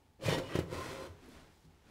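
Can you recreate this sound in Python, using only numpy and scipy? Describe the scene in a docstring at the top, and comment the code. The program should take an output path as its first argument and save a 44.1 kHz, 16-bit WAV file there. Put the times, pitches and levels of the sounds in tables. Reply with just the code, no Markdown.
"""In a quiet kitchen with a faint brush of cloth, a wire oven rack carrying a glass dish is pulled out.
A rough tug, then a smoother glide, drags it along metal runners: stick-slip impacts excite wires and walls.
Blows on the guides ring the steel liner as decaying modes, and low decaying sines boom as the load shifts.
The glide stops with a soft thud; padded hands bump and tick, and pot holders and sleeves rustle as
grains of friction shaped by a spectrum."""
import sys
import numpy as np
from scipy import signal
from scipy.fft import rfft, irfft, next_fast_len
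from scipy.io import wavfile

SR = 44100
rng = np.random.default_rng(int(sys.argv[2]) if len(sys.argv) > 2 else 0)


def master(y):
    """Save y as 16-bit WAV."""
    cut = np.clip(np.atleast_2d(y).T, -1, 1)
    pcm = np.round(cut * 32767)  # scale
    wavfile.write(sys.argv[1], SR, pcm.astype(np.int16))


N = 83790

SLIPS_PER_S, SLIP_SPREAD_DB = 3500, 2.5  # metal dragged on the runners


def amp(db):
    """Logarithmic level: decibels to linear gain."""
    return 10 ** (np.asarray(db) / 20)


def unit(x):
    """Power normalisation: x at rms 1."""
    return x / np.sqrt(np.mean(x ** 2) + 1e-20)


def along(points, hz):
    """Logarithmic frequency scale: (hz, value) points interpolated on a log axis."""
    f, v = np.transpose(points)
    return np.interp(np.log(hz + 1), np.log(f + 1), v)


def level(rows):
    """Amplitude envelope: (time_s, level_db) points as a gain per sample, silent outside them."""
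    s, db = np.transpose(rows)
    return amp(np.interp(np.arange(N) / SR, s, db, left=-120, right=-120))


def since(start_s):
    """Causality: seconds elapsed since an onset, held at zero before it."""
    return np.maximum(np.arange(N) / SR - start_s, 0)


def filtered(x, response):
    """Linear filtering: the spectrum of x times a response given as a function of frequency."""
    m = next_fast_len(N + SR // 2)
    return irfft(rfft(x, m) * response(np.fft.rfftfreq(m, 1 / SR)), m)[:N]


def coloured(x, colour):
    """Spectral shaping: x weighted by (hz, level_db) points, at rms 1."""
    return unit(filtered(x, lambda hz: amp(along(colour, hz))))


def resonate(x, modes):
    """Modal resonance: x convolved with damped (hz, width_hz, level_db) modes of unit total energy."""
    t = np.arange(SR // 2) / SR
    ring = np.zeros(len(t))
    for k, (hz, width_hz, db) in enumerate(modes):
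        decay = np.sqrt(width_hz) * np.exp(-np.pi * width_hz * t)
        ring += (-1) ** k * amp(db) * decay * np.sin(2 * np.pi * hz * t)
    return signal.fftconvolve(x, ring / np.linalg.norm(ring))[:N]


def slips(rate, spread_db):
    """Stick-slip friction: tiny random impacts of uneven size and either sign, at rms 1."""
    struck = rng.random(N) < rate / SR
    sign = rng.choice([-1, 1], N)
    size = amp(spread_db * np.clip(rng.standard_normal(N), -2, 2))
    return unit(struck * sign * size)


def oven_echo(x):
    """Early reflection: dense echoes inside the steel box comb the sound and make it tinny."""
    echo_db, t60_s = -10, .03
    t = np.arange(SR // 10) / SR
    flutter = rng.standard_normal(len(t)) * amp(-60 * t / t60_s) * (t > .001)
    echo = signal.fftconvolve(x, flutter / np.linalg.norm(flutter))[:N]
    echo = filtered(echo, lambda hz: hz ** 2 / (hz ** 2 + 1200 ** 2))  # the bass is not echoed
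    return (x + amp(echo_db) * echo) / np.sqrt(1 + amp(echo_db) ** 2)


def room_air():
    """Stationary noise: steady kitchen air with a fixed spectrum."""
    # spectrum of the air: hz, level_db (per Hz, relative)
    air_colour = [(25, -6.5), (75, 7.5), (130, -5.5), (350, -4.5), (620, -25), (850, -5), (1250, -29),
                  (3400, -25.5), (15000, -32.5)]
    return amp(-69) * coloured(rng.standard_normal(N), air_colour)


def kitchen(x):
    """Reverberation: a short diffuse tail whose decay depends on frequency, quickest near 4 kHz."""
    # decay time of the room: hz, t60_s
    room_t60 = [(100, 0.33), (1000, 0.54), (4000, 0.083), (12000, 0.33)]
    hz, t, z = signal.stft(rng.standard_normal(SR // 2), SR, nperseg=256)
    decay = amp(-60 * t / along(room_t60, hz)[:, None])
    tail = signal.istft(z * decay, SR, nperseg=256)[1]
    tail = np.pad(tail, (SR // 200, 0))  # the tail starts 5 ms late
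    return signal.fftconvolve(x, tail / np.linalg.norm(tail))[:N]


def cloth():
    """Granular friction: pot holders and sleeves brush rack and door, with a few brighter swishes."""
    # rustle: time_s, level_db
    rustle_level = [(0, -72), (.08, -72.5), (.15, -76), (1.12, -64), (1.2, -63.5), (1.245, -57), (1.3, -59),
                    (1.359, -54.5), (1.44, -60), (1.58, -69), (1.66, -69.5), (1.74, -68), (1.82, -68),
                    (1.89, -62)]
    # spectrum of the rustle: hz, level_db (per Hz, relative)
    rustle_colour = [(30, -6), (75, -2), (180, -7.5), (330, -7.5), (550, -11), (800, -14), (1800, -17),
                     (4800, -25), (9000, -32.5), (15000, -42)]
    # light swishes of fabric: centre_s, half_length_s (standard deviation), level_db
    swishes = [(0.238, 0.011, -59.5), (0.267, 0.011, -49), (1.325, 0.027, -68.5), (1.575, 0.071, -75.5),
               (1.655, 0.0072, -80)]
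    # spectrum of the swishes: hz, level_db (per Hz, relative)
    swish_colour = [(1500, -31), (3500, 6), (6000, 1.5), (9500, -3), (15000, -9)]
    grains_per_s, spread_db = 6000, 3
    t = np.arange(N) / SR
    s, db = np.transpose(rustle_level)
    rustle = coloured(slips(grains_per_s, spread_db), rustle_colour) * amp(np.interp(t, s, db))
    swells = sum(amp(db) * np.exp(-.5 * ((t - s) / half_s) ** 2) for s, half_s, db in swishes)
    return rustle + coloured(slips(grains_per_s, spread_db), swish_colour) * swells


def hands(attack_s=0.0096):
    """Damped impact: padded hands ring rack and door with a soft onset; faint ticks are noise bursts."""
    # padded bumps on the rack and the door: start_s, level_db
    bumps = [(1.224, -46.5), (1.245, -50), (1.277, -41.5), (1.317, -52), (1.385, -54), (1.641, -52.5),
             (1.668, -58), (1.699, -58.5), (1.865, -60)]
    # modes the bumps ring: hz, level_db (relative), t60_s
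    door = [(161, -17, 0.063), (252.7, -3, 0.12), (298, -8, 0.1), (369, -2, 0.066), (456, -8, 0.074)]
    # tiny ticks as the hand lets go: start_s, level_db
    ticks = [(1.259, -65), (1.287, -65)]
    # spectrum of the ticks: hz, level_db (per Hz, relative)
    tick_colour = [(2000, -10), (8000, -20), (11000, 0), (12500, 3), (14000, -14)]
    tick_t60_s = 0.027
    out = np.zeros(N)
    for start_s, db in bumps:
        t = since(start_s)
        ring = np.zeros(N)
        for hz, mode_db, t60_s in door:
            ring += amp(mode_db - 60 * t / t60_s) * np.sin(2 * np.pi * (hz * t + rng.random()))
        out += amp(db) * ring * (1 - np.exp(-t / attack_s))
    for start_s, db in ticks:
        t = since(start_s)
        burst = coloured(rng.standard_normal(N), tick_colour)
        out += burst * (t > 0) * amp(db - 60 * t / tick_t60_s)
    return out


def thuds(attack_s=0.0082):
    """Free decay of a low mode: soft booms as the load shifts and flexes the oven and the rack stops."""
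    # booms: start_s, level_db, pitch_hz, t60_s
    booms = [(.015, -59, 70, 0.29), (0.256, -22, 121.8, 0.1), (0.301, -27.5, 100.2, 0.1),
             (.797, -42.5, 107.4, 0.17), (1.092, -41, 85, 0.23), (1.645, -52.5, 159.3, 0.2),
             (1.672, -48.5, 83, 0.096)]
    out = np.zeros(N)
    for start_s, db, hz, t60_s in booms:
        t = since(start_s)
        out += amp(db - 60 * t / t60_s) * np.sin(2 * np.pi * hz * t) * (1 - np.exp(-t / attack_s))
    return out


def shudder():
    """Forced vibration: runner chatter drives the sheet-steel walls, and hard pulling the cavity."""
    # shaking of the walls: time_s, level_db (before the final cut)
    wall_level = [(.19, -59.5), (.215, -44), (.26, -41.5), (.33, -41), (.39, -32.5), (.44, -50.5),
                  (.5, -43), (.56, -39.5), (.62, -58), (.69, -50), (.735, -40), (.84, -50.5), (.93, -45.5),
                  (.97, -47), (1.03, -44.5), (1.1, -59), (1.19, -76)]
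    # wall modes: hz, width_hz, deep_db (rack deep inside), half_out_db (rack half out), both relative
    walls = [(261.3, 22, 3, -5), (302.8, 9.7, 0.5, -5.5), (348.6, 24, 0, -1.5), (371.5, 16, -6.5, -2.5),
             (413, 22, -2.5, -3), (479, 24, -16, -7), (528, 23, 6, -0.5), (569, 16, -13, -12),
             (636, 48, -21, -9)]
    # rumble of the oven cavity: time_s, level_db (before the final cut)
    rumble_level = [(.18, -59), (.21, -50.5), (.27, -40), (.38, -44), (.45, -47), (.52, -51), (.61, -44),
                    (.69, -51), (.74, -44.5), (.87, -50), (.94, -54), (1.07, -56), (1.19, -67)]
    # low modes of the oven cavity: hz, width_hz, level_db (relative)
    cavity = [(76, 14, 1), (87, 14, 1), (119, 16, -1), (160, 20, -3)]
    half_out_s, changeover_s = 0.46, 0.11  # the wall tone crossfades around this time
    chatter = slips(1500, spread_db=1.5) * level(wall_level)
    half_out = np.clip(.5 + (np.arange(N) / SR - half_out_s) / changeover_s, 0, 1)
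    deep = resonate(chatter * (1 - half_out), [(hz, w, db) for hz, w, db, _ in walls])
    shallow = resonate(chatter * half_out, [(hz, w, db) for hz, w, _, db in walls])
    boom = resonate(slips(1500, spread_db=4.5) * level(rumble_level), cavity)
    return amp(-3) * (deep + shallow + boom)


def binding():
    """Resonant friction: a short, narrower rasp rings the runner as the rack rides up to the guide."""
    # binding of the runner: time_s, level_db (before the final cut)
    bind_level = [(.49, -46.5), (.535, -39), (.555, -36.5), (.59, -48), (.62, -74)]
    # modes of the runner: hz, width_hz, level_db (relative)
    runner = [(1214, 85, 6.5), (1565, 100, 3.5), (1930, 94, 5), (2270, 130, -27), (2600, 42, 2.5),
              (3220, 97, 0)]
    return amp(-8.5) * resonate(slips(SLIPS_PER_S, SLIP_SPREAD_DB) * level(bind_level), runner)


def knocks():
    """Impact excitation: a half-sine push dents and rings the liner, with a bright metal click."""
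    # blows on the guides: start_s, level_db, contact_ms,
    # click_db (relative to the blow, before halving), dent_hz
    blows = [(0.2847, -19.5, 1.4, -25, 523), (.2910, -22, 2.47, -10, 430), (.3260, -22, 0.71, -35, 466),
             (0.3831, -31.5, 0.35, -6, 405), (0.5546, -21, 0.94, -12, 363), (.5890, -21, 0.84, -11, 351),
             (0.728, -32, 1.5, -24, 373)]
    # modes of the steel liner: hz, level_db (relative), t60_s
    liner = [(87, -14, 0.2), (117, -7.5, 0.038), (165, -2.5, 0.032), (279, -21.5, 0.072),
             (371.5, -15.5, 0.12), (470, -7.5, 0.031), (537.6, -20.5, 0.25)]
    # spectrum of the click: hz, level_db (per Hz, relative)
    click_colour = [(300, -34), (950, 2.5), (1400, 10), (2500, -2), (4000, -1.5), (7000, -6),
                    (15000, -15.5)]
    dent_t60_s, dent_db = 0.034, -0.5  # the struck spot flexes and dies at once
    click_t60_s, click_rise_s = 0.057, 0.0005
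    bass_cut_hz = 89  # the oven's panels radiate little below this
    out = np.zeros(N)
    for start_s, db, contact_ms, click_db, dent_hz in blows:
        t = since(start_s)
        body = np.zeros(N)
        for hz, mode_db, t60_s in [*liner, (dent_hz, dent_db, dent_t60_s)]:
            body += amp(mode_db - 60 * t / t60_s) * np.sin(2 * np.pi * hz * t)
        contact = np.arange(256) / SR * 1000 / contact_ms  # 0 to 1 while the surfaces touch
        push = np.sin(np.pi * np.minimum(contact, 1))
        click = coloured(rng.standard_normal(N), click_colour)
        click *= (1 - np.exp(-t / click_rise_s)) * amp(click_db - 60 * t / click_t60_s)
        out += amp(db) * (np.convolve(body, push / push.sum())[:N] + .5 * click)
    return filtered(out, lambda hz: hz ** 4 / (hz ** 4 + bass_cut_hz ** 4))


def scrape(stroke, colour, wires, wires_db):
    """Stick-slip excitation: a gritty rasp, and wire modes that fade as the contact crosses their nodes."""
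    wire_width_hz = 20
    nodes_per_s, node_depth = 6, .7  # mean rate; each wire mode has its own
    force, t = level(stroke), np.arange(N) / SR
    grit = coloured(slips(SLIPS_PER_S, SLIP_SPREAD_DB), colour)
    rasp = unit(oven_echo(grit)) * force
    drive = slips(SLIPS_PER_S, spread_db=3) * force
    ring, r = np.zeros(N), np.exp(-np.pi * wire_width_hz / SR)  # r: pole radius
    for hz, db in wires:
        rate = nodes_per_s * (.5 + rng.random())
        contact = 1 + node_depth * np.sin(2 * np.pi * (rate * t + rng.random()))
        poles = [1, -2 * r * np.cos(2 * np.pi * hz / SR), r * r]
        mode = signal.lfilter([1, 0, -1], poles, drive * contact)
        ring += amp(db) * np.sqrt((1 - r * r) / 2) * mode
    return rasp + amp(wires_db) * ring / np.linalg.norm(amp([db for _, db in wires]))


def tug():
    """Friction-driven modes: the first, rough stroke, with the rack deep in the oven."""
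    # scrape of the stroke: time_s, level_db
    stroke = [(.195, -74.5), (.215, -57.5), (.255, -40.5), (.29, -37), (.34, -36.5), (.365, -45.5),
              (.387, -42.5), (.41, -52), (.485, -52.5), (.53, -50.5), (.56, -45), (.6, -49.5), (.635, -60),
              (.7, -70)]
    # spectrum of the rasp: hz, level_db (per Hz, relative)
    rasp_colour = [(150, 0), (280, -6), (560, 10.5), (760, -1.5), (1050, 4.5), (1400, -4.5), (2000, -0.5),
                   (3200, -3), (4800, -8.5), (8000, -16.5), (15000, -27.5)]
    # rack wires: hz, level_db (relative)
    wires = [(688, 8.5), (835, 5), (1028, 5), (1100, -12), (1373, 1.5), (1900, 5), (2030, 4.5), (2270, -4),
             (2918, 10.5), (3063, -1), (3400, -21), (3623, 0), (3780, -19), (3941, 0.5), (5120, -27),
             (5496, 0), (6621, -15), (8452, -16), (8900, -6)]
    return oven_echo(scrape(stroke, rasp_colour, wires, wires_db=-6.5))


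def glide():
    """Friction-driven modes: the second, smooth stroke, with the rack half out."""
    # scrape of the stroke: time_s, level_db
    stroke = [(.66, -68), (.7, -55.5), (.735, -44), (.77, -46), (.86, -46), (.93, -47), (.97, -49),
              (1.065, -52), (1.1, -64.5), (1.16, -79)]
    # spectrum of the rasp: hz, level_db (per Hz, relative)
    rasp_colour = [(150, -4.5), (280, 3.5), (560, 8.5), (760, 2.5), (1050, 3.5), (1500, -1.5), (2000, 0),
                   (2700, -4.5), (4000, -6), (6300, -12.5), (9500, -16.5), (15000, -26)]
    # rack wires: hz, level_db (relative)
    wires = [(880, -5), (1003, -17), (1044, 11.5), (1357, 2.5), (1430, 5.5), (1868, 3), (1990, -14),
             (2220, -11), (2400, -9), (3052, -1), (3480, -4), (4020, -4), (4129, -18), (5690, -4.5),
             (6099, -6), (7020, -22), (8360, -21), (9329, -16)]
    return oven_echo(scrape(stroke, rasp_colour, wires, wires_db=-9.5))


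def scene():
    """Superposition: both strokes and their knocks with a room tail, plus hands, cloth and still air."""
    rack = tug() + glide() + binding() + shudder() + knocks() + thuds()
    room = amp(-10.5) * kitchen(rack)
    return (rack + room + hands() + cloth() + room_air())[None]


def record(dry):
    """Band limitation: nothing passes at or above the top frequency."""
    top_hz = 15750
    return filtered(dry[0], lambda hz: hz < top_hz)[None]


dry = scene()
out = record(dry)
master(out)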